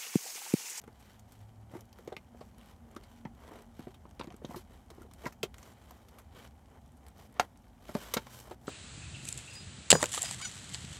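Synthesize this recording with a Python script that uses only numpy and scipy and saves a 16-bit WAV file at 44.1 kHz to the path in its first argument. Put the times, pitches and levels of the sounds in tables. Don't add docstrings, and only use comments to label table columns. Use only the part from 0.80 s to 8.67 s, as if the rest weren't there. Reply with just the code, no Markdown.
import sys
import numpy as np
from scipy import signal
from scipy.fft import rfft, irfft
from scipy.io import wavfile
from scipy.ndimage import uniform_filter1d

SR = 44100
rng = np.random.default_rng(int(sys.argv[2]) if len(sys.argv) > 2 else 0)


def digitize_waveform(pressure):
    field = np.atleast_2d(pressure).T
    bounded = np.clip(field, -1, 1)
    quanta = np.round(bounded * 32767).astype(np.int16)
    wavfile.write(sys.argv[1], SR, quanta)


def ratio_of_db(decibels):
    return 10 ** (np.asarray(decibels, float) / 20)


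N = 347067
T = np.arange(N) / SR

# [t/s, wall peak level/dB, hollow boom peak level/dB, centre of ringing f/Hz, contact/ms]
THUMPS = [(0.039, -46.5, -42, 374, 1.2), (0.076, -43.5, -43.5, 371, 2.7), (0.935, -42, -34, 409, 4.2),
          (0.95, -35.5, -44, 460, 5.2), (1.188, -45, -79, 447, 3.6), (1.275, -32, -43, 385, 3.2),
          (1.32, -34, -51, 422, 4), (1.366, -42, -45, 1160, 2.9), (1.546, -46.5, -46, 640, 2),
          (1.61, -38.5, -46, 595, 3.3), (2.164, -37, -42, 450, 1.54), (2.452, -36.5, -29, 960, 2.5),
          (2.71, -40.5, -73, 443, 5.5), (2.993, -35, -34.5, 422, 1.66), (3.069, -36, -35, 350, 2.8),
          (3.253, -44, -45, 980, 1.2), (3.395, -36, -36, 371, 2.3), (3.41, -31.5, -35, 980, 1.2),
          (3.442, -46, -43, 400, 2.9), (3.473, -39.5, -37, 371, 1.9), (3.508, -44, -39, 371, 4),
          (3.54, -45.5, -41.5, 390, 4.0), (3.617, -43, -49, 406, 2.9), (3.646, -36.5, -26.5, 382, 1.1),
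          (3.692, -47, -36, 549, 3.3), (3.707, -39.5, -56, 367, 3.1), (3.743, -34, -37.5, 880, 3.2),
          (3.76, -37, -35, 460, 4.3), (4.101, -46, -67, 441, 4.6), (4.18, -42.5, -40.5, 360, 2.8),
          (4.21, -46, -49, 380, 4.7), (4.243, -50, -47, 500, 5.9), (4.439, -37.5, -48, 485, 7.8),
          (4.46, -27, -26.5, 980, 3.5), (4.632, -24.5, -31, 385, 2.35), (5.107, -43.5, -52, 930, 2.4),
          (6.596, -13, -84.5, 970, 2), (7.09, -34.5, -39, 534, 2.6), (7.15, -26.5, -22, 387, 4.4),
          (7.337, -29.5, -54, 473, 3.8), (7.365, -25.5, -23.5, 630, 4.9), (7.467, -42, -45, 900, 2.9),
          (7.711, -34, -63, 487, 2.3)]
# [t/s, peak level/dB, treble level re rasp/dB, tail t60/s]
CRACKS = [(0.0157, -49, 7, 0.02), (0.0386, -47.5, -6, 0.028), (0.076, -46.5, -11, 0.027),
          (0.3944, -48.5, 16, 0.043), (0.52, -46.5, 2.5, 0.045), (1.0077, -42, 6, 0.02),
          (1.128, -48, -5, 0.03), (1.187, -41.5, -11, 0.013), (1.275, -42, -5, 0.054),
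          (1.3248, -44.5, -14, 0.032), (1.3659, -30.5, -16.5, 0.021), (1.6074, -50.5, -14, 0.086),
          (2.1626, -37.5, -17, 0.046), (2.235, -49.5, -4, 0.059), (2.4518, -45, -35, 0.026),
          (2.9933, -41.5, -6, 0.023), (3.1426, -45.5, -11, 0.054), (3.3952, -36.5, -21, 0.034),
          (3.4126, -34.5, -39, 0.016), (3.434, -47, -7, 0.04), (3.442, -46, -12, .02),
          (3.472, -45, -19, .02), (3.504, -42.5, -28, 0.019), (3.523, -47.5, -12, 0.018),
          (3.542, -50.5, -12, .02), (3.5647, -47.5, 2, 0.019), (3.6492, -36.5, -11, 0.026),
          (3.7581, -42.5, 3, 0.14), (4.102, -43.5, -5, 0.043), (4.2183, -46.5, -5, 0.035),
          (4.3116, -48.5, -8, 0.03), (4.336, -43.5, 7, 0.014), (4.4558, -32.5, -17, 0.032),
          (4.4666, -33.5, -7, 0.049), (4.5234, -43.5, -1, 0.064), (4.63, -21, -6, 0.048),
          (4.7422, -43, -7, 0.021), (4.782, -40, 0, 0.021), (4.8285, -41.5, -3, 0.024),
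          (5.1086, -39.5, 6, 0.016), (5.285, -49.5, 1, 0.038), (5.3843, -44, 0, 0.076),
          (6.265, -48.5, 5, 0.017), (6.283, -47.5, 3, .025), (6.597, -8, -20.5, 0.019),
          (7.0836, -44.5, -13, 0.069), (7.151, -28, -11, 0.017), (7.3377, -18, 4.5, 0.036),
          (7.3686, -24.5, -15, 0.038), (7.4692, -38, -37, 0.0079), (7.7103, -43, -12, 0.063)]
# [f/Hz, relative level/dB, t60/s before any change by contact length]
BOX = [(170.5, -5, 0.028), (230, 2, 0.02), (340, 2.5, 0.051), (385, 4.5, 0.045), (456.6, 4, 0.031),
       (601, 2, 0.047), (704, 1, 0.047), (817, -0.5, 0.021), (877, -0.5, 0.069), (1013, 0, 0.055),
       (1160, -1.5, 0.032), (1304, -4.5, 0.065), (1620, -3, 0.047), (1970, 4.5, 0.029)]

BOOM_TOP_HZ, RASP_TOP_HZ = 280, 5500


def level(x, db):
    return x * ratio_of_db(db) / np.sqrt(np.mean(x ** 2))


def colour(x, points, lo=0, hi=SR):
    hz = np.arange(len(x) // 2 + 1) * SR / len(x) + 1e-3
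    f, db = np.transpose(points)
    edges = 1 / np.sqrt((1 + (lo / hz) ** 8) * (1 + (hz / hi) ** 8))
    curve_db = np.interp(np.log(hz), np.log(f), db)
    return irfft(rfft(x) * ratio_of_db(curve_db) * edges, len(x))


def walk(rate):
    hold = int(SR / rate)
    steps = np.repeat(rng.standard_normal(N // hold + 1), hold)
    return 1.3 * uniform_filter1d(uniform_filter1d(steps, hold), hold)[:N]


def add(out, s, sound, db):
    i = int(s * SR)
    out[i:i + len(sound)] += (sound * ratio_of_db(db) / np.abs(sound).max())[:N - i]


def decay(t, t60):
    return np.exp(-np.log(1000) * t / t60)


def room_tone():
    # [f/Hz, relative level/dB per Hz]
    tone_colour = [(15, -69), (25, -17), (59, 3), (84, 2), (157, -8), (236, -3), (300, -14.5), (450, -21),
                   (800, -13), (1100, -26.5), (1700, -31), (3700, -45), (4900, -39), (6900, -38),
                   (10500, -40), (12200, -40), (16000, -51)]
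    uneven = rng.standard_normal(N) * ratio_of_db(0.84 * walk(6.0))
    rumble = colour(uneven, tone_colour, hi=BOOM_TOP_HZ)
    hiss = colour(rng.standard_normal(N), tone_colour, lo=BOOM_TOP_HZ)
    return level(rumble + hiss, -57.5)


def lingering(s, db, t60):
    return (T > s) * ratio_of_db(db - 60 * (T - s).clip(0, 2) / t60) ** 2


def pressure():
    # [t/s, loudest at share 0-1, length/s, wall level/dB, rasp level/dB, hiss level/dB]
    strokes = [(0.09, 0.6, .33, -76, -65, -70), (0.474, 0.24, 0.26, -85, -69.5, -73.5),
               (0.907, 0.37, 0.13, -56.5, -65, -68), (1.113, 0.36, 0.35, -67, -75, -76),
               (1.55, 0.37, 0.19, -72, -72, -75), (1.7, 0.6, .26, -67.5, -64.5, -72),
               (2.018, 0.5, 0.32, -64.5, -73, -79), (2.242, 0.42, 0.22, -74, -69, -74),
               (2.539, 0.57, .32, -55, -63.5, -70), (2.885, 0.59, 0.26, -79, -65, -70.5),
               (3.385, 0.25, 0.18, -66, -70.5, -79), (3.604, 0.6, 0.23, -64, -61.5, -65.5),
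               (3.89, 0.37, 0.14, -65, -69.5, -74.5), (4.066, 0.54, 0.22, -63.5, -72, -75.5),
               (4.327, 0.61, .2, -58, -63, -66), (4.718, 0.59, .24, -61, -65, -66.5),
               (4.948, 0.25, 0.46, -66, -68, -72.5), (5.254, 0.7, 0.18, -60, -78, -73),
               (5.5, 0.58, 0.19, -60, -58.5, -65.5), (5.82, 0.75, 0.18, -61.5, -73, -81),
               (6.2, 0.62, 0.11, -61.5, -81, -82), (6.34, 0.53, 0.14, -61, -63.5, -68),
               (6.486, 0.65, 0.18, -57, -66, -76.5), (6.946, 0.77, 0.21, -60, -58.5, -63),
               (7.138, 0.11, 0.38, -59, -52.5, -57.5), (7.436, 0.65, 0.22, -63, -56.5, -56),
               (7.607, 0.53, .15, -56, -63, -64), (7.791, 0.54, .15, -67, -69, -69.5)]
    # [wall level/dB, rasp level/dB, hiss level/dB]
    resting_db = (-75, -76, -86)
    bulge = 0.83
    shudder_db, shudder_t60_s = -15.5, 0.099
    rustle_db, rustle_t60_s = -37.5, 0.13

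    power = ratio_of_db(np.array(resting_db))[:, None] ** 2 * np.ones(N)
    for s, share, length, *db in strokes:
        bend = np.log(0.5) / np.log(share)
        progress = np.clip((T - s) / length, 0, 1) ** bend
        swell = np.sin(np.pi * progress).clip(0) ** bulge
        power += (ratio_of_db(np.array(db))[:, None] * swell) ** 2
    power[0] += sum(lingering(s, db + shudder_db, shudder_t60_s) for s, db, *_ in THUMPS)
    power[1:] += sum(lingering(s, db + rustle_db, rustle_t60_s) for s, db, *_ in CRACKS)
    return np.sqrt(power)


def patches(slips):
    hz = np.geomspace(300, 16000, num=70)
    heard = []
    for _ in range(7):
        resonances = np.transpose([hz, 4.5 * rng.standard_normal(len(hz))])
        heard.append(colour(slips, resonances))
    share = ratio_of_db([7 * walk(9) for _ in heard])
    share = share / np.sqrt((share ** 2).sum(axis=0))
    return sum(level(x, 0) * w for x, w in zip(heard, share))


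def rubbing():
    # [f/Hz, relative level/dB per Hz]
    rub_colour = [(710, -5), (1200, -2), (1860, -8.5), (2280, -4), (2550, -9), (3100, -5.5), (3690, -9.5),
                  (4120, -12), (6310, -19.5), (12300, -21), (15100, -26.5), (16300, -43)]
    wall_gain, rasp_gain, hiss_gain = pressure()
    slips = rng.standard_normal((3, N)) * ratio_of_db(2.5 * walk(400) + 1.0 * walk(70))
    catches = rng.random(N) < 400 / SR
    fibres = rng.standard_normal(N) * catches * ratio_of_db(2.5 * rng.exponential(size=N))
    slips = level(slips, 0) + level(fibres, -22.5)

    walls = [(hz, db) for hz, db, t60 in BOX]
    wall = colour(slips[0], walls, lo=BOOM_TOP_HZ, hi=1370)
    rasp = colour(patches(slips[1]), rub_colour, hi=RASP_TOP_HZ)
    hiss = colour(patches(slips[2]), rub_colour, lo=RASP_TOP_HZ)
    return level(wall, 0) * wall_gain + level(rasp, 0) * rasp_gain + level(hiss, 0) * hiss_gain


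def ticks():
    ticks_per_s, t60_s = 22, 0.011
    least_db, spread_db = -60, 2.5
    follows, reference_rasp_db = 0.33, -69.5

    chance = rng.random((int(ticks_per_s * N / SR), 3))
    s = chance[:, 0] * (N - 1) / SR
    rasp_db = 20 * np.log10(pressure()[1][(s * SR).astype(int)])
    db = least_db + follows * (rasp_db - reference_rasp_db) - spread_db * np.log(chance[:, 1])
    treble_db = 40 * chance[:, 2] - 20
    return [(a, b, c, t60_s) for a, b, c in zip(s, db, treble_db)]


def cracks():
    # [f/Hz, relative level/dB per Hz]
    crack_colour = [(710, -9), (1200, 3.5), (1630, -6), (2170, -3.5), (2940, -7), (4660, -11),
                    (6760, -12.5), (13000, -15), (15400, -22.5), (16400, -51.5)]
    out, t = np.zeros(N), T[:4096]
    bands_hz = np.geomspace(300, 16000, num=14)
    for s, db, treble_db, t60 in CRACKS + ticks():
        noise = rng.standard_normal(len(t))
        uneven_db = 2.5 * uniform_filter1d(rng.standard_normal(len(t)), 40) * np.sqrt(40)
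        favoured = np.transpose([bands_hz, 4 * rng.standard_normal(len(bands_hz))])
        spray = colour(noise * ratio_of_db(uneven_db), favoured)
        low = colour(spray, crack_colour, lo=350, hi=RASP_TOP_HZ)
        high = colour(spray, crack_colour, lo=RASP_TOP_HZ)
        attack = 1 - np.exp(-t / (0.0083 * t60))
        add(out, s, (level(low, 0) + level(high, treble_db)) * decay(t, t60) * attack, db)
    return out


def ring(modes):
    t = T[:4096]
    hz, db, t60 = np.transpose(modes)[:, :, None]
    chance = rng.standard_normal((3, len(modes), 1))
    hz = hz * (1 + 0.05 * chance[0])
    db = db + 2.5 * chance[1]
    swing = np.sign(chance[2]) * np.sin(2 * np.pi * hz * t)
    return (ratio_of_db(db) * swing * decay(t, t60)).sum(axis=0)


def thumps():
    out = np.zeros(N)
    for s, wall_db, boom_db, centre_hz, ms in THUMPS:
        x = T[:2048] * 1000 / ms
        rough = x * np.exp(-2 * x) * rng.standard_normal(len(x))
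        push = x * np.exp(-6 * x)
        spread = min((ms / 4) ** 0.98, 1.4)
        hollow = [(f, db, t60 * spread) for f, db, t60 in BOX if f < BOOM_TOP_HZ]
        walls = [(f, db - 11.6 * abs(np.log2(f / centre_hz)), t60 * spread)
                 for f, db, t60 in BOX if f >= BOOM_TOP_HZ]
        add(out, s, signal.fftconvolve(rough, ring(walls)), wall_db)
        add(out, s, signal.fftconvolve(push, ring(hollow)), boom_db)
    return out


def drones():
    # [full from t/s, full until t/s, from f/Hz, to f/Hz, rms level before waver/dB]
    drone_lines = [(0.405, 0.942, 107, 107.4, -57.5), (1.373, 3.003, 236.6, 231, -65.5),
                   (2.197, 4.3, 44.56, 45.1, -66.5), (3.218, 4.504, 80, 69.1, -64.5),
                   (5.1, 6.25, 70.34, 69.05, -63.5), (6.902, 7.7, 46.8, 61, -62.5),
                   (7.455, 7.87, 120.6, 120.1, -63)]
    fade_s = 0.17
    out = np.zeros(N)
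    for start, end, from_hz, to_hz, db in drone_lines:
        glide_hz = np.interp(T, [start, end], [from_hz, to_hz])
        phase = 2 * np.pi * np.cumsum(glide_hz * (1 + 0.01395 * walk(12))) / SR
        waver_db = 0.93 + from_hz / 60
        fade = np.clip(np.minimum(T - start, end - T) / fade_s + 1, 0, 1)
        out += np.sqrt(2) * np.sin(phase) * fade * ratio_of_db(db + waver_db * walk(14))
    return out


def room(x, t60, db):
    t = T[:8192]
    tail = rng.standard_normal(len(t)) * decay(t, t60) * (t > 0.004)
    tail = signal.lfilter([1], [1, -0.55], tail)
    return x + ratio_of_db(db) * signal.fftconvolve(x, tail / np.sqrt(np.sum(tail ** 2)))[:N]


def scene():
    radiates = signal.butter(3, 136, "high", fs=SR, output="sos")
    blows = signal.sosfilt(radiates, thumps())
    box = room(blows + cracks(), t60=0.067, db=-14.0) + rubbing()
    return (box + drones() + room_tone())[None]


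def band_limit(x):
    return signal.sosfilt(signal.butter(12, 16550, fs=SR, output="sos"), x)


def record(dry):
    # [f/Hz, level/dB]
    mic_dips = [(4900, -2), (10600, -3)]
    hz = np.arange(N // 2 + 1) * SR / N
    dips_db = sum(db * np.exp(-((hz - f) / 320) ** 2) for f, db in mic_dips)
    heard = irfft(rfft(dry) * ratio_of_db(dips_db), N)
    bass_cut = signal.butter(4, 36, "high", fs=SR, output="sos")
    return band_limit(signal.sosfilt(bass_cut, heard))


dry = scene()
out = record(dry)
digitize_waveform(out)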